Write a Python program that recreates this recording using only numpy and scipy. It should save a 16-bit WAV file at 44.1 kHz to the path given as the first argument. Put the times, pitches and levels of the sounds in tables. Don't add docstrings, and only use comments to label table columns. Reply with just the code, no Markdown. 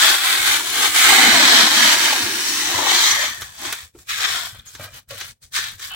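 import sys
import numpy as np
from scipy import signal
from scipy.fft import rfft, irfft, next_fast_len
from scipy.io import wavfile
from scipy.ndimage import uniform_filter1d, map_coordinates

SR = 44100
rng = np.random.default_rng(int(sys.argv[2]) if len(sys.argv) > 2 else 0)


def to_wav(s):
    ch = np.atleast_2d(s).T
    pcm = np.round(np.clip(ch, -1, 1) * 32767)
    wavfile.write(sys.argv[1], SR, pcm.astype(np.int16))


N = 262395
TIME = np.arange(N) / SR


def amp(db):
    return 10 ** (np.asarray(db) / 20)


def unit(x):
    return x / np.sqrt(np.mean(x ** 2) + 1e-20)


def along(points, hz):
    freqs, values = np.transpose(points)
    return np.interp(np.log(hz + 1), np.log(freqs + 1), values)


def curves(rows):
    times, *columns = np.transpose(rows)
    return [np.interp(TIME, np.maximum.accumulate(times), column) for column in columns]


def filtered(x, response):
    size = next_fast_len(N + SR // 4)
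    return irfft(rfft(x, size) * response(np.fft.rfftfreq(size, 1 / SR)), size)[..., :N]


def coloured(x, points):
    skirts = lambda hz: np.minimum(hz / points[0][0], 1) ** 4 / np.maximum(hz / points[-1][0], 1) ** 4
    return unit(filtered(x, lambda hz: amp(along(points, hz)) * skirts(hz)))


def wander(width_hz):
    real, imag = unit(filtered(rng.standard_normal((2, N)), lambda hz: 1 / (1 + (hz / width_hz) ** 4)))
    return (real + 1j * imag) / np.sqrt(2)


def struck(start, t60, attack):
    age = np.maximum(TIME - start, 0)
    return np.exp(-np.log(1000) * age / t60) * (1 - np.exp(-age / attack))


# t/s, level/dB
PULL_RASP = [(0.0, -17.5), (0.03, -15.5), (0.04, -16), (0.1, -15.5), (0.21, -25), (0.24, -20.5),
             (0.31, -18), (0.42, -22), (0.48, -16.5), (0.57, -21), (0.63, -30), (0.86, -19), (0.91, -27),
             (0.94, -27), (0.96, -17.5), (1.08, -14), (1.42, -14.5), (1.61, -13.5), (1.7, -20.5),
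             (1.77, -16.5), (1.93, -16), (1.97, -22.5), (2.04, -18.5), (2.31, -28), (2.52, -27.5),
             (2.85, -25), (2.9, -18.5), (3.11, -20), (3.18, -26), (3.25, -21.5), (3.29, -30), (3.39, -42)]
# t/s, level/dB re rasp
PULL_BODY = [(0, -15.5), (0.55, -13), (0.86, -6), (0.98, -16.5), (1.15, -10.5), (1.6, -11), (2.15, -7.5),
             (2.6, -16), (2.8, -4), (2.97, -14.5), (3.25, -14)]
# t/s, edge lift/dB, sizzle lift/dB
PULL_TREBLE = [(0, -2, 3.5), (0.33, -8.5, 2.5), (0.65, -2, 3), (0.95, -1.5, 6), (1.17, -2.5, 3.5),
               (1.4, -2.5, -1), (1.95, 0.5, 2.5), (2.2, -1.5, 1.5), (2.5, 4, 4.5), (2.88, -1.5, -1),
               (3.05, 2, 2.5), (3.3, -3.5, -3)]
PULL_GAIN_DB, PULL_STOP_DB_PER_S = 3, 295


def long_pull():
    rasp_db = curves(PULL_RASP)[0] + PULL_GAIN_DB + roll_stop_db()
    return [rasp_db, *curves(PULL_BODY), *curves(PULL_TREBLE)]


def roll_stop_db():
    return -PULL_STOP_DB_PER_S * np.maximum(TIME - PULL_RASP[-1][0], 0)


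def slips(per_second, spread_db):
    happens = rng.random(N) < per_second / SR
    return happens * rng.choice([-1, 1], N) * amp(spread_db * rng.standard_normal(N))


def slip_stream(per_second, spread_db, direct_db, bounce):
    samples = np.arange(N)
    direct = unit(slips(per_second, spread_db))
    wash = rng.standard_normal((2, N))
    at_mics = amp(direct_db) * np.array([np.roll(direct, 3), direct]) + wash
    delay = SR * np.interp(samples, np.linspace(0, N, 24), rng.uniform(.002, .005, 24))
    echo = np.array([map_coordinates(side, [samples - delay], order=0) for side in at_mics])
    return unit(at_mics + bounce * echo)


# t/s, left minus right/dB
ROLL_PAN = [(0, 0.4), (1.5, -2.4), (3.5, -1), (4.7, 0.5)]
# f/Hz, level/dB
BODY_SPECTRUM = [(300, -14.5), (450, -9.5), (560, -10.5), (660, -4), (800, -2), (930, 0.5), (1100, -1.5),
                 (1400, -6)]
RASP_SPECTRUM = [(880, -64.5), (1040, -4.5), (1300, -1.5), (1730, 3), (2250, 1), (2750, 0), (3270, 1.5),
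                 (3700, 2.5), (4400, -2.5), (5200, -19)]
EDGE_SPECTRUM = [(4000, -1.5), (4800, 3.5), (5900, 3.5), (7400, 0), (8400, -7.5), (9800, -21.5)]
SIZZLE_SPECTRUM = [(7800, 3), (9000, -1), (10500, -3), (12000, -7), (14000, -3.5), (15800, -5)]
USUAL_PULL_DB, SLACK_DB = -22.5, -58
EDGE_DB, EDGE_PER_DB = -3, -0.12
SIZZLE_DB, SIZZLE_PER_DB = -7.5, -0.32


def peel(rasp_db, body_db, edge_lift_db, sizzle_lift_db):
    effort_db = np.maximum(rasp_db, SLACK_DB) - USUAL_PULL_DB
    edge_db = EDGE_DB + EDGE_PER_DB * effort_db + edge_lift_db
    sizzle_db = SIZZLE_DB + SIZZLE_PER_DB * effort_db + sizzle_lift_db
    body = coloured(slip_stream(1500, spread_db=6, direct_db=3, bounce=0.66), BODY_SPECTRUM)
    rasp = coloured(slip_stream(1800, spread_db=1.5, direct_db=-7, bounce=0.35), RASP_SPECTRUM)
    edge = coloured(slip_stream(3800, spread_db=10.5, direct_db=-17.5, bounce=0.3), EDGE_SPECTRUM)
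    sizzle = coloured(slip_stream(2100, spread_db=9, direct_db=-14, bounce=0.25), SIZZLE_SPECTRUM)
    bands = body * amp(body_db - 1) + rasp + edge * amp(edge_db) + sizzle * amp(sizzle_db)
    depth_db = np.interp(rasp_db, [-40, -15], [1.8, 1.05])
    judder = amp(depth_db * (wander(width_hz=210).real + 0.46 * wander(width_hz=42).real))
    pan_db, = curves(ROLL_PAN)
    return bands * judder * amp(rasp_db + np.outer([.5, -.5], pan_db))


def shifting_folds(x, patchy_db, bins=5, frames=30):
    spectra = signal.stft(x, nperseg=1024)[2]
    patches = rng.standard_normal(spectra.shape) + rng.standard_normal(spectra.shape[1:])
    for _ in range(2):
        patches = uniform_filter1d(patches, bins, axis=1)
        patches = uniform_filter1d(patches, frames, axis=2, mode="wrap")
    gain = unit(amp(patchy_db * unit(patches)))
    return signal.istft(spectra * gain, nperseg=1024)[1][:, :N]


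# t/s, level/dB, f/Hz
SHEET_DRUM = [(0.0, -47, 360), (0.11, -39.5, 344), (0.19, -51, 349.4), (1.05, -45.5, 295.4),
              (1.14, -35.5, 316), (1.28, -30, 272), (1.69, -35, 288.8), (1.83, -32, 249),
              (1.92, -39, 326.7), (2.65, -43, 321), (2.91, -38, 359), (3.16, -53.5, 349.5),
              (3.29, -54, 270), (3.39, -65, 370)]
TUG_DRUM_DB, TUG_DRUM_HZ = -30.5, 270
FLUTTER_DB, FLUTTER_HZ = 3, 14


def sheet_drum(tug_db, tug_body_db):
    pull_db, pull_hz = curves(SHEET_DRUM)
    level = amp(pull_db + roll_stop_db()) + amp(tug_db + tug_body_db / 2 + TUG_DRUM_DB)
    pitch_hz = TUG_DRUM_HZ + (pull_hz - TUG_DRUM_HZ) * amp(roll_stop_db())
    flutter = wander(width_hz=8.98)
    carrier = np.exp(2j * np.pi * np.cumsum(pitch_hz + FLUTTER_HZ * flutter.imag) / SR)
    mid = unit((wander(width_hz=66) * carrier).real)
    flap_spectrum = [(60, -8.5), (130, -1.5), (220, 7.5), (450, 2.5), (600, -2.5)]
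    flap = coloured(rng.standard_normal(N), flap_spectrum) * amp(-7.5)
    side = unit((wander(width_hz=170) * carrier).real) * amp(-28)
    return level * amp(FLUTTER_DB * flutter.real + 1.9) * (flap + np.array([mid + side, mid - side]))


def crinkle(rasp_db):
    age = np.arange(SR // 12) / SR
    pops = slips(per_second=60, spread_db=0) ** 2
    power = np.abs(signal.fftconvolve(pops, amp(-120 * age / 0.022))[:N])
    noise = coloured(rng.standard_normal((2, N)), [(1200, 6.5), (3500, -14.5), (8000, 1.5), (15000, 3.5)])
    return unit(np.sqrt(power) * noise) * amp(np.minimum(rasp_db - 7, -44))


# f/Hz, level/dB
RUMBLE_SPECTRUM = [(20, -12), (38, -16), (60, -7.5), (90, -5), (125, -10), (160, -18.5), (220, -19.5)]
HISS_SPECTRUM = [(150, -7), (500, 16), (2000, -9.5), (15000, -16)]


def ventilation():
    rumble = coloured(rng.standard_normal(N) + 0.27 * rng.standard_normal((2, N)), RUMBLE_SPECTRUM)
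    swell = amp(5.5 * wander(width_hz=8.2).real)
    hiss = coloured(rng.standard_normal((2, N)), HISS_SPECTRUM)
    return amp([[-52.5], [-55.5]]) * rumble * swell + amp(-65.5) * hiss


# t/s, level/dB
FOOTFALLS = [(1.319, -34.5), (2.225, -38), (2.74, -36), (4.525, -47), (4.791, -34), (5.113, -39.5)]
# f/Hz, level/dB
THUD_SPECTRUM = [(35, -20), (70, -9.5), (105, 10), (140, -12), (220, -12)]


def footfalls():
    level = sum(amp(db) * struck(start, t60=0.27, attack=0.0066) for start, db in FOOTFALLS)
    return level * coloured(rng.standard_normal(N), THUD_SPECTRUM) * amp(2)


# middle t/s,
# length/s, f/Hz, glide/(Hz/s), level/dB
FILM_SQUEAKS = [(1.557, 0.3, 3515, 6, -18.5), (2.83, .2, 522, 7, -33), (2.979, 0.084, 4316, 2000, -17),
                (3.053, 0.14, 3950, 6000, -16.5), (3.116, 0.017, 6090, 4000, -11.5),
                (3.137, .26, 1980, -700, -20.5), (3.223, 0.081, 608, 0, -30), (3.3, 0.34, 1807, -500, -34),
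                (3.653, 0.084, 311, 0, -38), (4.15, .071, 1320, -3000, -43),
                (4.598, 0.0091, 3600, 0, -33.5), (4.684, 0.032, 6660, 0, -36),
                (5.575, 0.014, 1120, -13, -23.5), (5.601, 0.091, 1740, 0, -27),
                (5.929, 0.029, 1460, 0, -36.5), (5.935, .06, 2930, 2000, -27)]
SQUEAK_WIDTH_HZ, WIDTH_EXPONENT = 150, 0.52


def squeaks():
    out = np.zeros((2, N))
    for middle, length, hz, glide, db in FILM_SQUEAKS:
        t = TIME - middle
        carrier = np.exp(2j * np.pi * (hz * t + glide * t * t / 2))
        tone = (wander(SQUEAK_WIDTH_HZ * (hz / 1000) ** WIDTH_EXPONENT) * carrier).real
        swell = np.exp(-(2 * t / length) ** 2)
        out += amp(db) * swell * np.array([tone, np.roll(tone, SR // 300)])
    return out


# full strength t/s, rise/s, hold/s, fall/s, rasp level/dB, body/dB re rasp, treble lift/dB
CORNER_TUGS = [(3.431, 0.065, .01, .13, -38, -12.5, -3), (3.66, .1, 0.013, 0.13, -28, -10, -2),
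               (3.739, .04, 0.067, 0.088, -39, -16.5, -3), (3.992, .05, .04, 0.018, -55.5, -5.5, 3),
               (4.097, 0.016, 0.01, 0.15, -23, -26.5, -4), (4.212, 0.09, 0.15, 0.14, -24, -14, -1),
               (4.459, 0.034, 0.0086, 0.032, -33.5, -12, 1),
               (4.251, 0.033, 0.0063, 0.01, -17.5, -16.5, -6.5), (4.552, 0.063, .02, 0.33, -47, -21.5, -11),
               (4.661, .014, 0.091, .08, -52, -16, 9.5), (4.839, .08, 0.0039, 0.063, -37.5, -7, -4.5),
               (4.949, 0.061, 0.029, 0.056, -41, -12, -5.5),
               (5.108, 0.017, .005, 0.086, -35.5, -25.5, -4.5), (5.211, 0.073, 0.004, 0.094, -32, -17, -5),
               (5.293, 0.035, .015, .035, -46, -20, -1), (5.434, 0.022, .005, 0.074, -48.5, -24, 1.5),
               (5.554, 0.02, 0.023, 0.061, -21, -27.5, -0.5), (5.619, .04, 0.043, 0.1, -29, -21.5, -5.5),
               (5.831, .045, 0.016, 0.094, -33, -23, -1), (5.914, .04, 0.022, 0.12, -39.5, -6, -17.5)]
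TUG_RANGE_DB, TUG_CURVE = 17.5, 1.15


def tugs():
    strokes = []
    for peak, rise, hold, fall, db, body_db, treble_db in CORNER_TUGS:
        off_peak = np.clip(np.maximum((peak - TIME) / rise, (TIME - peak - hold) / fall), 0, 3)
        strokes.append([db - TUG_RANGE_DB * off_peak ** TUG_CURVE, body_db, treble_db, treble_db])
    return strokes


def together(strokes):
    levels, *colours = zip(*strokes)
    powers = [amp(db) ** 2 for db in levels]
    total = sum(powers) + 1e-20
    blended = [sum(power * db for power, db in zip(powers, colour)) / total for colour in colours]
    return [10 * np.log10(total), *blended]


# t/s, crack level/dB, spit/dB re crack
FILM_SNAPS = [(3.4102, -31.5, -1), (3.4189, -25.5, -11), (3.725, -18, -4.5), (3.9878, -45, 0),
              (4.2495, -22.5, -20.5), (4.5903, -45.5, -5), (4.666, -46, 1), (4.7497, -31, -14),
              (4.795, -41.5, -3), (5.088, -49.5, 9.5), (5.2108, -26, -15), (5.5854, -22.5, -17.5),
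              (5.795, -35, -8.5)]
# f/Hz, level/dB
CRACK_SPECTRUM = [(350, 1.5), (700, -9), (1500, 9.5), (2200, 3), (2800, 2), (3700, 5), (4800, -4),
                  (6200, 3), (9000, -23)]


def snaps():
    crack, spit, click = np.zeros((3, N))
    for start, db, spit_db in FILM_SNAPS:
        crack += amp(db) * struck(start, t60=0.065, attack=0.00059)
        spit += amp(db + spit_db) * struck(start, t60=0.05, attack=0.0002)
        click += amp(db - 6) * struck(start, t60=0.0027, attack=0.0001)
    noise = rng.standard_normal((2, N)) + 1.4 * rng.standard_normal(N)
    return (crack * coloured(noise, CRACK_SPECTRUM)
            + spit * coloured(noise, [(8000, 0), (15000, -2)])
            + click * coloured(noise, [(1500, 22), (15000, 3)]))


# t/s, lowest f/Hz, level/dB, t60/s, overtone lift/dB
BOX_KNOCKS = [(3.949, 350, -35.5, 0.21, -19.5), (4.545, 562, -39.5, 0.043, -3),
              (4.795, 609, -34, 0.33, -2.5), (4.847, 623.5, -43, 0.39, 4), (5.106, 558, -30.5, 0.27, -8)]
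# multiple of the lowest f, level/dB
CARDBOARD_MODES = [(1, -5), (2.021, -7.5), (2.6, -7), (3.15, -11), (3.849, -8)]


def knocks():
    rings = np.zeros(N)
    for mode, (multiple, mode_db) in enumerate(CARDBOARD_MODES):
        fuzz = 0.82 + wander(width_hz=97)
        for start, hz, db, t60, overtones_db in BOX_KNOCKS:
            tone = (fuzz * np.exp(2j * np.pi * hz * multiple * TIME)).real
            gain = amp(db + mode_db + overtones_db * (mode > 0))
            rings += gain * struck(start, t60, attack=0.00135) * tone
    tap = coloured(rng.standard_normal(N), [(200, -11), (600, 6), (1400, -12), (3000, -4)])
    tap_level = sum(amp(db + overtones_db / 2 - 6.5) * struck(start, t60=0.13, attack=0.00081)
                    for start, _, db, _, overtones_db in BOX_KNOCKS)
    return rings + tap * tap_level


# f/Hz, left minus right/dB
PORT_BALANCE = [(60, -1), (92, 1), (140, 2.5), (210, 4.5), (330, 2), (500, 3.5), (770, 14.5), (1170, 5),
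                (1790, -1.5), (2740, 4), (4190, 5), (6410, 4.5), (9810, -5.5), (15000, -2.5)]


def scene():
    tug_strokes = tugs()
    tug_db, tug_body_db, *_ = together(tug_strokes)
    rasp_db, *colour_db = together([long_pull()] + tug_strokes)
    film = shifting_folds(peel(rasp_db, *colour_db), patchy_db=2) + sheet_drum(tug_db, tug_body_db)
    film = filtered(film, lambda hz: amp(np.outer([.5, -.5], along(PORT_BALANCE, hz))))
    return film + crinkle(rasp_db) + snaps() + squeaks() + knocks() + footfalls() + ventilation()


def noise_suppression(x, threshold_db, range_db):
    above_rumble = filtered(x.mean(axis=0), lambda hz: hz > 300)
    level_db = 10 * np.log10(np.abs(uniform_filter1d(above_rumble ** 2, SR // 40)) + 1e-12)
    return x * amp(np.clip(level_db - threshold_db, -range_db, 0))


NOTCH_HZ, NOTCH_WIDTH_HZ, NOTCH_DEPTH = 2758, 85, 0.55
TOP_HZ = 15900


def record(dry):
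    x = filtered(dry, lambda hz: 1 - NOTCH_DEPTH / (1 + ((hz - NOTCH_HZ) / NOTCH_WIDTH_HZ) ** 2))
    x = noise_suppression(x, threshold_db=-44, range_db=23)
    x = x / (1 + np.abs(x) ** 6) ** (1 / 6)
    return filtered(x, lambda hz: hz < TOP_HZ)


dry = scene()
out = record(dry)
to_wav(out)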